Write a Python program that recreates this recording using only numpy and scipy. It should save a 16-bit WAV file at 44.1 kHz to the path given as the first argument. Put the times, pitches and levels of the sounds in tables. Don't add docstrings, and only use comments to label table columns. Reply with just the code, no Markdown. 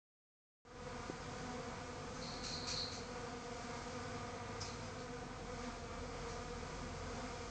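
import sys
import numpy as np
from scipy import signal
from scipy.fft import rfft, irfft, next_fast_len
from scipy.io import wavfile
from scipy.ndimage import map_coordinates

SR = 44100
rng = np.random.default_rng(int(sys.argv[2]) if len(sys.argv) > 2 else 0)


def int16_out(signal):
    q = np.round(np.clip(np.atleast_2d(signal).T, -1, 1) * 32767)
    wavfile.write(sys.argv[1], SR, q.astype(np.int16))


N = 330750

# (frequency [Hz], relative level [dB])
WING_SPECTRUM = [(240, -4.4), (480, -.8), (690, -2.5), (800, -8.5), (970, -8), (1250, -5.5), (1380, -10.5),
                 (1500, -8.5), (1750, -15), (2300, -13.5), (2750, -22), (3500, -21.5), (6500, -23),
                 (8500, -32.5)]


def amp(db):
    return 10 ** (np.asarray(db) / 20)


def unit(x):
    return x / np.sqrt(np.mean(x ** 2) + 1e-20)


def curves(rows):
    times, *columns = np.transpose(rows)
    return [np.interp(np.arange(N) / SR, times, column) for column in columns]


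def wobble(rate):
    at = np.linspace(0, N, 6000)
    knots = rng.standard_normal(1024)
    spline = map_coordinates(knots, [at * rate / SR], mode="wrap")
    return np.interp(np.arange(N), at, spline)


def filtered(x, response):
    size = next_fast_len(len(x) + SR // 10, real=True)
    return irfft(rfft(x, size) * response(np.fft.rfftfreq(size, 1 / SR)), size)[:len(x)]


def coloured(x, spectrum):
    points_hz, db = np.transpose(spectrum)
    return unit(filtered(x, lambda hz: amp(np.interp(np.log(hz + 1), np.log(points_hz), db))))


def cycles(hz):
    return np.cumsum(hz) / SR + rng.random()


def bee(beat_hz, scatter_rad, uneven_db, harmonics=34, size=4096):
    phase, strength = rng.standard_normal((2, harmonics))
    partials = amp(uneven_db * strength) * np.exp(1j * scatter_rad * phase)
    stroke = unit(irfft(np.r_[0, partials], size))
    puff = np.cos(np.pi * np.arange(size) / size) ** 8
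    place = (cycles(beat_hz) * size).astype(int) % size
    return stroke[place], puff[place]


def swarm(beat_hz=243.5, spread=.038, wander=.031, flutter=.017, swoop_db=4.0, count=24):
    # (time [s], hum level [dB], fizz level [dB]), before the trims
    crowding = [(0.95, -50, -62), (1.4, -50.5, -59), (1.75, -50, -61), (2.0, -50.5, -59.5),
                (3.05, -51.5, -60.0), (3.5, -50.5, -58.5), (3.78, -49, -57.9), (4.0, -49.5, -58),
                (4.4, -48.5, -64.5), (4.75, -51, -59), (5.0, -50, -61.5), (5.3, -51.5, -66),
                (5.65, -48.5, -58.5), (5.9, -53, -63), (6.3, -50, -58.5), (6.85, -52, -60),
                (7.2, -49.5, -58), (7.5, -52, -58.5)]
    # (frequency [Hz], relative level [dB])
    fizz_spectrum = [(1500, -15.5), (1950, -2.5), (2350, 3), (2700, -4.5), (3500, -2.5), (3800, -11.5),
                     (4150, -0.5), (5000, 2.5), (5450, -0.5), (6700, .5), (6850, -4.5), (7450, -1.5),
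                     (7750, -11), (8600, -12.5)]
    hum_trim_db, fizz_trim_db = .28, -1.0
    hum, puff_power = np.zeros(N), np.zeros(N)
    for rank in np.linspace(-1, 1, count):
        detune = spread * rank * (1 + rank ** 2 / 2)
        pitch = beat_hz * (1 + detune + wander * wobble(6) + flutter * wobble(35))
        nearness = amp(swoop_db * 2 * np.tanh(wobble(5) / 2))
        tone, puff = bee(pitch, scatter_rad=1.084, uneven_db=2.5)
        hum += nearness * tone
        puff_power += nearness ** 2 * puff
    hum_db, fizz_db = curves(crowding)
    fizz = coloured(np.sqrt(puff_power) * rng.standard_normal(N), fizz_spectrum)
    return amp(hum_db + hum_trim_db) * coloured(hum, WING_SPECTRUM) + amp(fizz_db + fizz_trim_db) * fizz


def close_bees(doppler=.008, flutter=.016, waver_db=1.5, trim_db=-.5, near_bass_db=3):
    # (time [s], wingbeat [Hz], level before the trim [dB])
    passes = [(1.52, 245.3, -54.5), (1.76, 242.6, -54), (2.62, 242.8, -54.5), (2.792, 241, -56.5),
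              (3.17, 239.2, -52.5), (3.75, 235.0, -53.5), (4.19, 239.3, -53.5), (4.51, 249.1, -55),
              (5.63, 251, -55), (5.71, 232.1, -54.5), (5.99, 231.8, -54.5), (6.252, 231.1, -55.5),
              (6.54, 233.4, -55.5), (7.19, 231.8, -53.5)]
    half_power_s, reach_s = .09, .6
    t, out = np.arange(N) / SR, np.zeros(N)
    for closest_s, beat_hz, db in passes:
        near = np.abs(t - closest_s) < reach_s
        along = (t[near] - closest_s) / half_power_s
        distance = np.hypot(1, along)
        pitch = beat_hz * (1 - doppler * along / distance + flutter * wobble(22)[near])
        tone, _ = bee(pitch, scatter_rad=1.4, uneven_db=1.5)
        edges = signal.get_window(("tukey", .5), len(tone))
        out[near] += edges * amp(db + trim_db + waver_db * wobble(12)[near]) / distance * tone
    (fundamental_hz, fundamental_db), *overtones = WING_SPECTRUM
    return out.std() * coloured(out, [(fundamental_hz, fundamental_db + near_bass_db), *overtones])


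def scratch(rough_db=1.5, grain_rate=260):
    grain = amp(rough_db * 2 * np.tanh(wobble(grain_rate)[:SR] / 2))
    return grain * rng.standard_normal(SR)


def rasps(rise_s=.015, hiss_t60=.45):
    # (time [s], ring level [dB], ring pitch [Hz], hold [s], ring's 60 dB decay [s], hiss level [dB])
    bursts = [(2.138, -63.5, 6200, .06, .4, -71), (2.207, -53, 4260, 0.14, .95, -60),
              (2.426, -49.5, 4270, .055, .9, -48.5), (2.511, -48.5, 4240, .06, 1, -61),
              (2.663, -45.5, 4310, 0.053, 0.92, -45.5), (2.758, -42.5, 4200, 0.043, .6, -64),
              (2.909, -54.5, 4300, 0.043, .3, -53), (4.601, -47.5, 5120, .02, .25, -49.5),
              (4.639, -58, 4160, 0.044, 0.55, -57.5), (4.822, -67, 5000, 0.047, .5, -61.5),
              (4.982, -65, 4340, 0.049, .3, -65), (6.277, -67, 4360, .06, .4, -59)]
    # (frequency [multiple of the ring pitch], relative level [dB])
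    ring_spectrum = [(.76, -41.5), (.85, -24.5), (.88, -10.5), (.95, -6.5), (1, 2.5), (1.035, -5),
                     (1.08, -4.5), (1.18, -16.5), (1.28, -28), (2, -45)]
    # (frequency [Hz], relative level [dB])
    hiss_spectrum = [(900, -22), (1300, -1), (1800, -11), (2400, -0.5), (3000, -11), (4300, -4.5),
                     (5000, -3.5), (5450, -2), (5750, 1), (6600, 0), (6950, -5), (7500, -6.5), (8100, -17),
                     (8600, -22)]
    t, out = np.arange(SR) / SR, np.zeros(N + SR)
    for start_s, ring_db, ring_hz, hold_s, ring_t60, hiss_db in bursts:
        onset = np.minimum(t / rise_s, 1)
        since_hold = np.maximum(t - hold_s, 0)
        resonance = [(ring_hz * multiple, db) for multiple, db in ring_spectrum]
        ring = amp(ring_db - 60 * since_hold / ring_t60) * coloured(scratch(), resonance)
        hiss = amp(hiss_db - 60 * since_hold / hiss_t60) * coloured(scratch(), hiss_spectrum)
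        out[round(start_s * SR):][:SR] += onset * (ring + hiss)
    return out[:N]


def bump(width_s=.0015):
    # (time [s], peak level [dB], frequency [Hz])
    touches = [(1.1, -29, 320)]
    t = np.arange(N) / SR
    return sum(amp(db) * np.exp(-((t - peak_s) / width_s) ** 2) * np.cos(2 * np.pi * hz * (t - peak_s))
               for peak_s, db, hz in touches)


def engine(firing_hz=42.7, second_harmonic_db=-3.5):
    # (time [s], level [dB])
    swell = [(1.0, -58.5), (3.0, -58.5), (4.3, -61.5), (6.6, -50.5), (7.5, -54)]
    db, = curves(swell)
    phase = 2 * np.pi * cycles(firing_hz * (1 + .01 * wobble(6)))
    fundamental = amp(db + 2 * wobble(10)) * np.sin(phase)
    octave = amp(db + second_harmonic_db + 2 * wobble(9)) * np.sin(2 * phase)
    return fundamental + octave


def vehicle_drones(edge_s=.27, waver_db=-.3):
    # (start time [s], duration [s], first pitch [Hz], last pitch [Hz], level [dB])
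    vehicles = [(3.8, 1.36, 99, 103.2, -53.5), (5.599, 2.4, 76.4, 61.9, -58.5)]
    t, out = np.arange(N) / SR, np.zeros(N)
    for start_s, length_s, first_hz, last_hz, db in vehicles:
        end_s = start_s + length_s
        envelope = np.clip(np.minimum(t - start_s, end_s - t) / edge_s, 0, 1)
        hz = np.interp(t, [start_s, end_s], [first_hz, last_hz])
        out += envelope * amp(db + waver_db * wobble(8)) * np.sin(2 * np.pi * cycles(hz))
    return out


def background():
    # (frequency [Hz], relative level [dB])
    air_spectrum = [(12, -12), (35, -9.5), (65, -4.5), (100, 1.5), (135, -1), (153, 3), (175, -4),
                    (205, -2.5), (330, -8.5), (400, -8.5), (600, -11.5), (1100, -12), (2200, -24),
                    (3000, -26), (6500, -31), (8600, -37)]
    # (time [s], level [dB])
    air_level = [(1.0, -53), (1.9, -50.5), (4.2, -53), (7.5, -52)]
    air_db, = curves(air_level)
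    return amp(air_db + .8 * wobble(6)) * coloured(rng.standard_normal(N), air_spectrum)


def scene():
    return (swarm() + close_bees() + rasps() + bump() + engine() + vehicle_drones() + background())[None]


def record(dry):
    open_s, first_gain, fade_s = .651, .2, .23
    top_hz, edge_hz = 8680, 100
    since_open = np.arange(N) / SR - open_s
    gain = np.interp(since_open, [0, fade_s], [first_gain, 1], left=0)
    return filtered(dry[0] * gain, lambda hz: np.clip((top_hz - hz) / edge_hz + 1, 0, 1))[None]


dry = scene()
out = record(dry)
int16_out(out)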